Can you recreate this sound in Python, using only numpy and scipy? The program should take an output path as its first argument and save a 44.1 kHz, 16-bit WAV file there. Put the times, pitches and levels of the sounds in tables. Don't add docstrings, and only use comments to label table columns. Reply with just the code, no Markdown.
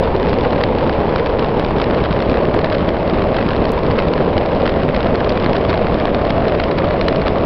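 import sys
import numpy as np
from scipy import signal
from scipy.fft import rfft, irfft, next_fast_len
from scipy.io import wavfile
from scipy.ndimage import uniform_filter1d

SR = 44100
rng = np.random.default_rng(int(sys.argv[2]) if len(sys.argv) > 2 else 0)


def int16_out(signal):
    q = np.round(np.clip(np.atleast_2d(signal).T, -1, 1) * 32767)
    wavfile.write(sys.argv[1], SR, q.astype(np.int16))


def magnitude_from_level(level_db):
    exponent = np.asarray(level_db, float) / 20
    return 10 ** exponent


N = 328545


def evened(x):
    return x / np.sqrt(np.mean(x ** 2) + 1e-20)


def read_spectrum(points, hz):
    f, value = np.transpose(points)
    return np.interp(np.log(hz + 1), np.log(f + 1), value)


def coloured(x, points):
    size = next_fast_len(len(x) + 4096)
    gain = magnitude_from_level(read_spectrum(points, np.fft.rfftfreq(size, 1 / SR)))
    return irfft(rfft(x, size) * gain, size)[:len(x)]


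# [f/Hz, density/dB per Hz]
ROAR_SPECTRUM = [(9, -13), (18, -6), (54, 1.8), (130, -2.5), (211, -0.46), (320, -4), (420, -1.5),
                 (620, -4), (800, -8.5), (1400, -24), (2200, -25), (3000, -29), (4300, -38), (6400, -46)]
# [f/Hz, width/Hz]
HOWL_BANDS = [
    (150, 350),
    (450, 115),
    (585, 95),
    (990, 220),
]
# [level at low speed/dB, level at high speed/dB]
HOWL_LEVELS = [(-31.5, -25), (-21.5, -26), (-28, -22.5), (-27.5, -33.5)]
HOWL_PITCH_MOVE = [0, -0.039, .11, 0.15]
# [t/s, share 0-1]
SPEED_CURVE = [(0, 0), (.6, .05), (1.2, 0), (1.8, 0.3), (2.4, 0.7), (3, .8), (3.6, .55), (4.2, 0.4),
               (4.8, .85), (5.4, .7), (6, 0.9), (6.6, .95), (7.1, .85), (7.45, .8)]


def roar(patchy_db=0.71):
    roar_db, hop = -17, 256
    frames = N // hop + 5
    hz = np.fft.rfftfreq(1024, 1 / SR)[:, None]
    real, imag, patches = rng.standard_normal((frames, 513, 3)).T
    patches = uniform_filter1d(patches, size=8, axis=0)
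    patches = evened(uniform_filter1d(patches, size=14, axis=1))
    speed = np.interp(np.arange(frames) * hop / SR, *np.transpose(SPEED_CURVE))

    power = magnitude_from_level(read_spectrum(ROAR_SPECTRUM, hz)) ** 2
    power = magnitude_from_level(roar_db) ** 2 * power / power.sum() * np.ones(frames)
    for (base_hz, width_hz), (slow_db, fast_db), move in zip(HOWL_BANDS, HOWL_LEVELS, HOWL_PITCH_MOVE):
        centre_hz = base_hz * (1 + move * (speed - .5))
        peak = np.exp(-2 * ((hz - centre_hz) / width_hz) ** 2)
        howl_db = slow_db + (fast_db - slow_db) * speed
        power = power + magnitude_from_level(howl_db) ** 2 * peak / peak.sum(axis=0)

    z = (real + 1j * imag) * np.sqrt(power) * magnitude_from_level(patchy_db * patches)
    sound = signal.istft(z, nperseg=1024, noverlap=768)[1][:N]
    return evened(sound) * np.sqrt(power.sum(axis=0).mean())


def buffeted(x, flutter_db=1.0):
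    eddies = uniform_filter1d(rng.standard_normal(N), size=200)
    eddies = uniform_filter1d(eddies, size=200)
    return x * evened(magnitude_from_level(flutter_db * evened(eddies)))


# [f/Hz, density/dB per Hz]
SNAP_SPECTRUM = [(250, -9), (600, -4), (1100, -2), (1800, 1.5), (4200, 3.5), (5800, -4.5), (6800, -7),
                 (8000, -49)]


def bursts(s, energy_db, spread_ms, sharp_db):
    hz = np.fft.rfftfreq(512, 1 / SR)
    steps = np.arange(-256, 256)
    width_ms = 2 * np.clip(spread_ms, .05, 2)[:, None]
    envelope = np.exp(-(steps / SR * 1000 / width_ms) ** 2)
    z = rfft(rng.standard_normal((len(s), 512)) * envelope)
    z = z / np.sqrt(abs(uniform_filter1d(abs(z) ** 2, size=23, axis=1)) + 1e-12)
    tilt_db = (sharp_db[:, None] - 2.5) * np.log2(np.clip(hz, 1300, 5600) / 2800)
    z = z * magnitude_from_level(read_spectrum(SNAP_SPECTRUM, hz) + tilt_db)
    z = z / np.linalg.norm(z[:, hz > 1300], axis=1)[:, None] * 16
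    gain = magnitude_from_level(energy_db) * np.sqrt(SR / 1000)
    out = np.zeros(N)
    at = np.clip(np.round(s * SR).astype(int)[:, None] + steps, 0, N - 1)
    np.add.at(out, at, irfft(z) * gain[:, None])
    return out


# [t/s, level in 1 ms/dB, spread/ms, sharpness/dB]
AIR_CRACKS = [(.4503, -13.5, 2, -10.5), (0.6383, -9, 0.76, -3.5), (.8959, -14, 0.21, -8),
              (1.1607, -15, .57, -2), (1.8173, -14, 1.5, -3), (2.3728, -18, 0.42, -10),
              (2.646, -11, 1.3, -8.5), (2.7489, -14, 2, -7), (3.3678, -14.5, 2.2, -5.5),
              (3.3879, -12.5, 2, -13), (3.9902, -10, 2, -8.5), (4.002, -17, .97, -6.5),
              (4.3802, -13.5, .87, -5), (4.6646, -15.5, 0.31, -5), (5.2948, -16, 1.3, 4.5),
              (5.4446, -19, .57, -3.5), (5.4625, -13, .61, -8), (5.533, -16, 0.77, -3.5),
              (5.5671, -16, 1.34, -3.5), (5.6516, -17.5, 0.58, -9.5), (5.7033, -15.5, 1.8, -3),
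              (6.0553, -9.5, 0.36, -5), (6.0815, -18.5, 0.6, -18), (6.6005, -11, .76, -8),
              (6.639, -14.5, 1.5, -2.5), (6.7866, -14, 2, -5.5), (6.9097, -15.5, 1.1, -9),
              (7.0129, -11.5, 1, -5), (7.085, -10, 1.1, -2.5), (7.2816, -13, 0.75, -5)]
# [t/s, level in 1 ms/dB]
BRIGHT_SNAPS = [(.0403, -23), (.23, -20), (.41, -19.5), (.5079, -22), (.7857, -19), (1.262, -18.5),
                (1.597, -18), (1.6484, -18), (1.7848, -20), (1.8418, -16), (2.04, -18), (2.1282, -19),
                (2.2246, -18), (2.7263, -19.5), (2.8906, -18), (3.49, -17.5), (3.6544, -16.5),
                (4.1375, -16), (4.6949, -16.5), (4.965, -16.5), (5.0064, -18), (5.1564, -17.5),
                (5.2455, -19.5), (5.4001, -20.5), (6.0006, -17), (6.1474, -15), (6.3059, -14),
                (6.4833, -17.5), (6.7144, -17.5), (7.1614, -18)]
# [t/s, level in 1 ms/dB]
DULL_POPS = [(.2705, -20), (.5306, -19), (.6134, -15.5), (1.1971, -17), (1.4455, -18), (1.8009, -15.5),
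             (1.9105, -17), (2.0589, -17), (2.2043, -17.5), (2.343, -17.5), (2.5426, -18), (2.5911, -17),
             (2.6168, -22), (3.222, -17.5), (3.3452, -19), (3.5075, -16.5), (3.5343, -17), (4.6579, -15.5),
             (4.6778, -14), (4.9474, -15), (5.0698, -18), (5.2067, -16), (5.3046, -18.5), (5.3754, -15.5),
             (5.5553, -17), (5.742, -14.5), (5.87, -16), (6.2967, -21), (7.1275, -19), (7.2699, -16.5)]
# [t/s, level in 1 ms/dB]
THIN_TICKS = [(.1992, -24), (.2892, -22.5), (.2958, -15.5), (.3407, -21), (.387, -21), (.8747, -26),
              (.9288, -26), (1.3947, -17.5), (1.9482, -21), (2.2978, -20), (2.4536, -20.5), (2.7009, -20.5),
              (3.0779, -22.5), (3.0987, -20.5), (3.1953, -25), (3.5646, -21.5), (3.8348, -23.5),
              (3.9144, -19), (4.0848, -22), (4.4607, -21), (4.6192, -21.5), (4.8346, -23), (5.03, -19.5),
              (5.3223, -22), (5.6961, -17.5), (5.7765, -21), (5.9442, -20), (6.252, -20), (7.2177, -19),
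              (7.3848, -24)]
# [t/s, level in 1 ms/dB]
MUFFLED_TAPS = [(.0764, -21), (.26, -21), (.332, -18.5), (.5602, -21), (.6076, -24), (1.0946, -21.5),
                (1.1877, -19), (1.2698, -21), (1.3886, -20), (1.4259, -19.5), (1.709, -20.5), (2.004, -23),
                (2.0505, -18), (2.1105, -20.5), (2.721, -18.5), (2.7318, -19), (3.1439, -21.5),
                (3.4272, -18), (3.9098, -18), (4.024, -19.5), (4.1795, -17), (4.3687, -19), (4.4116, -20),
                (4.6078, -21.5), (5.438, -20.5), (5.711, -18), (5.7302, -15.5), (6.0721, -20.5),
                (6.4963, -20.5), (6.5506, -20.5)]


def snaps():
    out = bursts(*np.transpose(AIR_CRACKS))
    kinds = [(BRIGHT_SNAPS, 0.89, -3.4), (DULL_POPS, 1, -8), (THIN_TICKS, 0.42, -4),
             (MUFFLED_TAPS, 0.88, -10)]
    for table, spread_ms, sharp_db in kinds:
        s, energy_db = np.transpose(table)
        out = out + bursts(s, energy_db, np.full(len(s), spread_ms), np.full(len(s), sharp_db))

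    strays_per_s, stray_db, stray_range_db = 9, -27.5, 5
    when, size, spread, sharp = rng.random((200, 4)).T
    live = np.arange(200) < strays_per_s * N / SR
    energy_db = stray_db + stray_range_db * size - 200 * ~live
    return out + bursts(when * N / SR, energy_db, 0.56 + .5 * spread, -14 + 13 * sharp)


def crackle(pressure, uneven_db=3.0, shaken=0.56):
    crackle_db, crackle_per_s = -33.5, 390
    when, size, spread, sharp = rng.random((3000, 4)).T
    live = np.arange(3000) < crackle_per_s * N / SR
    energy_db = crackle_db + uneven_db * np.minimum(-np.log(size), 2.6) - 200 * ~live
    swing = evened(np.sqrt(abs(uniform_filter1d(pressure ** 2, size=90))))
    grains = bursts(when * N / SR, energy_db, 0.18 + 0.37 * spread, -16 + 10 * sharp)
    return grains * swing ** shaken


def diaphragm(x):
    bent = x + .06 * (x ** 2 - np.mean(x ** 2))
    return bent / (1 + (bent / .69) ** 8) ** (1 / 8)


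# [t/s, signed height/full scale, length/ms]
OVERLOAD_SURGES = [(0.0002, -0.45, 2.5), (0.2961, -0.761, 1.27), (0.7589, 0.7, 1.51), (0.9896, 0.71, 1.35),
                   (1.0566, -0.711, 1.03), (1.1608, -0.71, 0.56), (1.5971, -0.725, 0.32),
                   (1.71, -0.725, 0.63), (1.757, -0.711, 0.95), (2.0226, 0.7, 2.62), (2.2916, -0.775, 1.83),
                   (2.3219, -0.729, 2.22), (2.4865, -0.729, 1.75), (2.5477, -0.747, 0.56),
                   (2.6464, 0.741, 0.79), (2.8828, 0.853, 2.06), (3.4632, -0.797, 1.67),
                   (3.4949, 0.721, 0.71), (3.6063, 0.723, 2.22), (4.3614, 0.735, 1.9),
                   (4.6654, -0.721, 0.56), (4.89, 0.74, 0.24), (5.1244, 0.737, 1.75), (5.4644, 0.781, 2.14),
                   (5.9501, -0.709, 1.43), (6.0558, -0.717, 0.79), (6.4545, 0.716, 0.4),
                   (7.0832, 0.737, 0.24), (7.322, -0.733, 1.75), (7.4499, 0.4, 2.5)]


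def surged(x):
    count, lesser_height, min_ms, max_ms = 33, .685, .5, 1.6
    when, side, long = rng.random((count, 3)).T
    heights = lesser_height * np.sign(side - .4)
    lesser = zip(when * N / SR, heights, min_ms + (max_ms - min_ms) * long)

    push, hold = np.zeros(N), np.zeros(N)
    ms = np.arange(N) / SR * 1000
    for s, height, length_ms in [*OVERLOAD_SURGES, *lesser]:
        near = slice(max(round(s * SR) - 200, 0), round(s * SR) + 200)
        u = (ms[near] - 1000 * s) / (.34 * length_ms ** .8)
        push[near] += height * (1 - .3 * u ** 2) * np.exp(-u ** 2 / 2)
        hold[near] = np.maximum(hold[near], np.exp(-(u / 1.5) ** 4))
    return (1 - hold) * x + push


def scene():
    wheels = buffeted(roar())
    air = snaps() + crackle(wheels)
    return surged(diaphragm(wheels + air))[None]


def band_limit(x):
    return signal.sosfilt(signal.butter(12, 15850, fs=SR, output="sos"), x)


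# [f/Hz, level/dB]
BAND_LIMIT = [(4900, 0), (5200, -1.5), (5450, -4.5), (5700, -9), (5850, -14), (6000, -19), (6150, -25),
              (6400, -40), (7000, -70.5), (8000, -100)]


def record(dry):
    ceiling, click_s, jump, decay_samples = .705, 3.7191, -0.19, 6.0
    clipped = np.clip(coloured(dry[0], BAND_LIMIT), -ceiling, ceiling)
    after = np.arange(N) - round(click_s * SR) - .5
    step = jump / 2 * np.sign(after) * np.exp(-abs(after) / decay_samples)
    return band_limit((clipped + step)[None])


dry = scene()
out = record(dry)
int16_out(out)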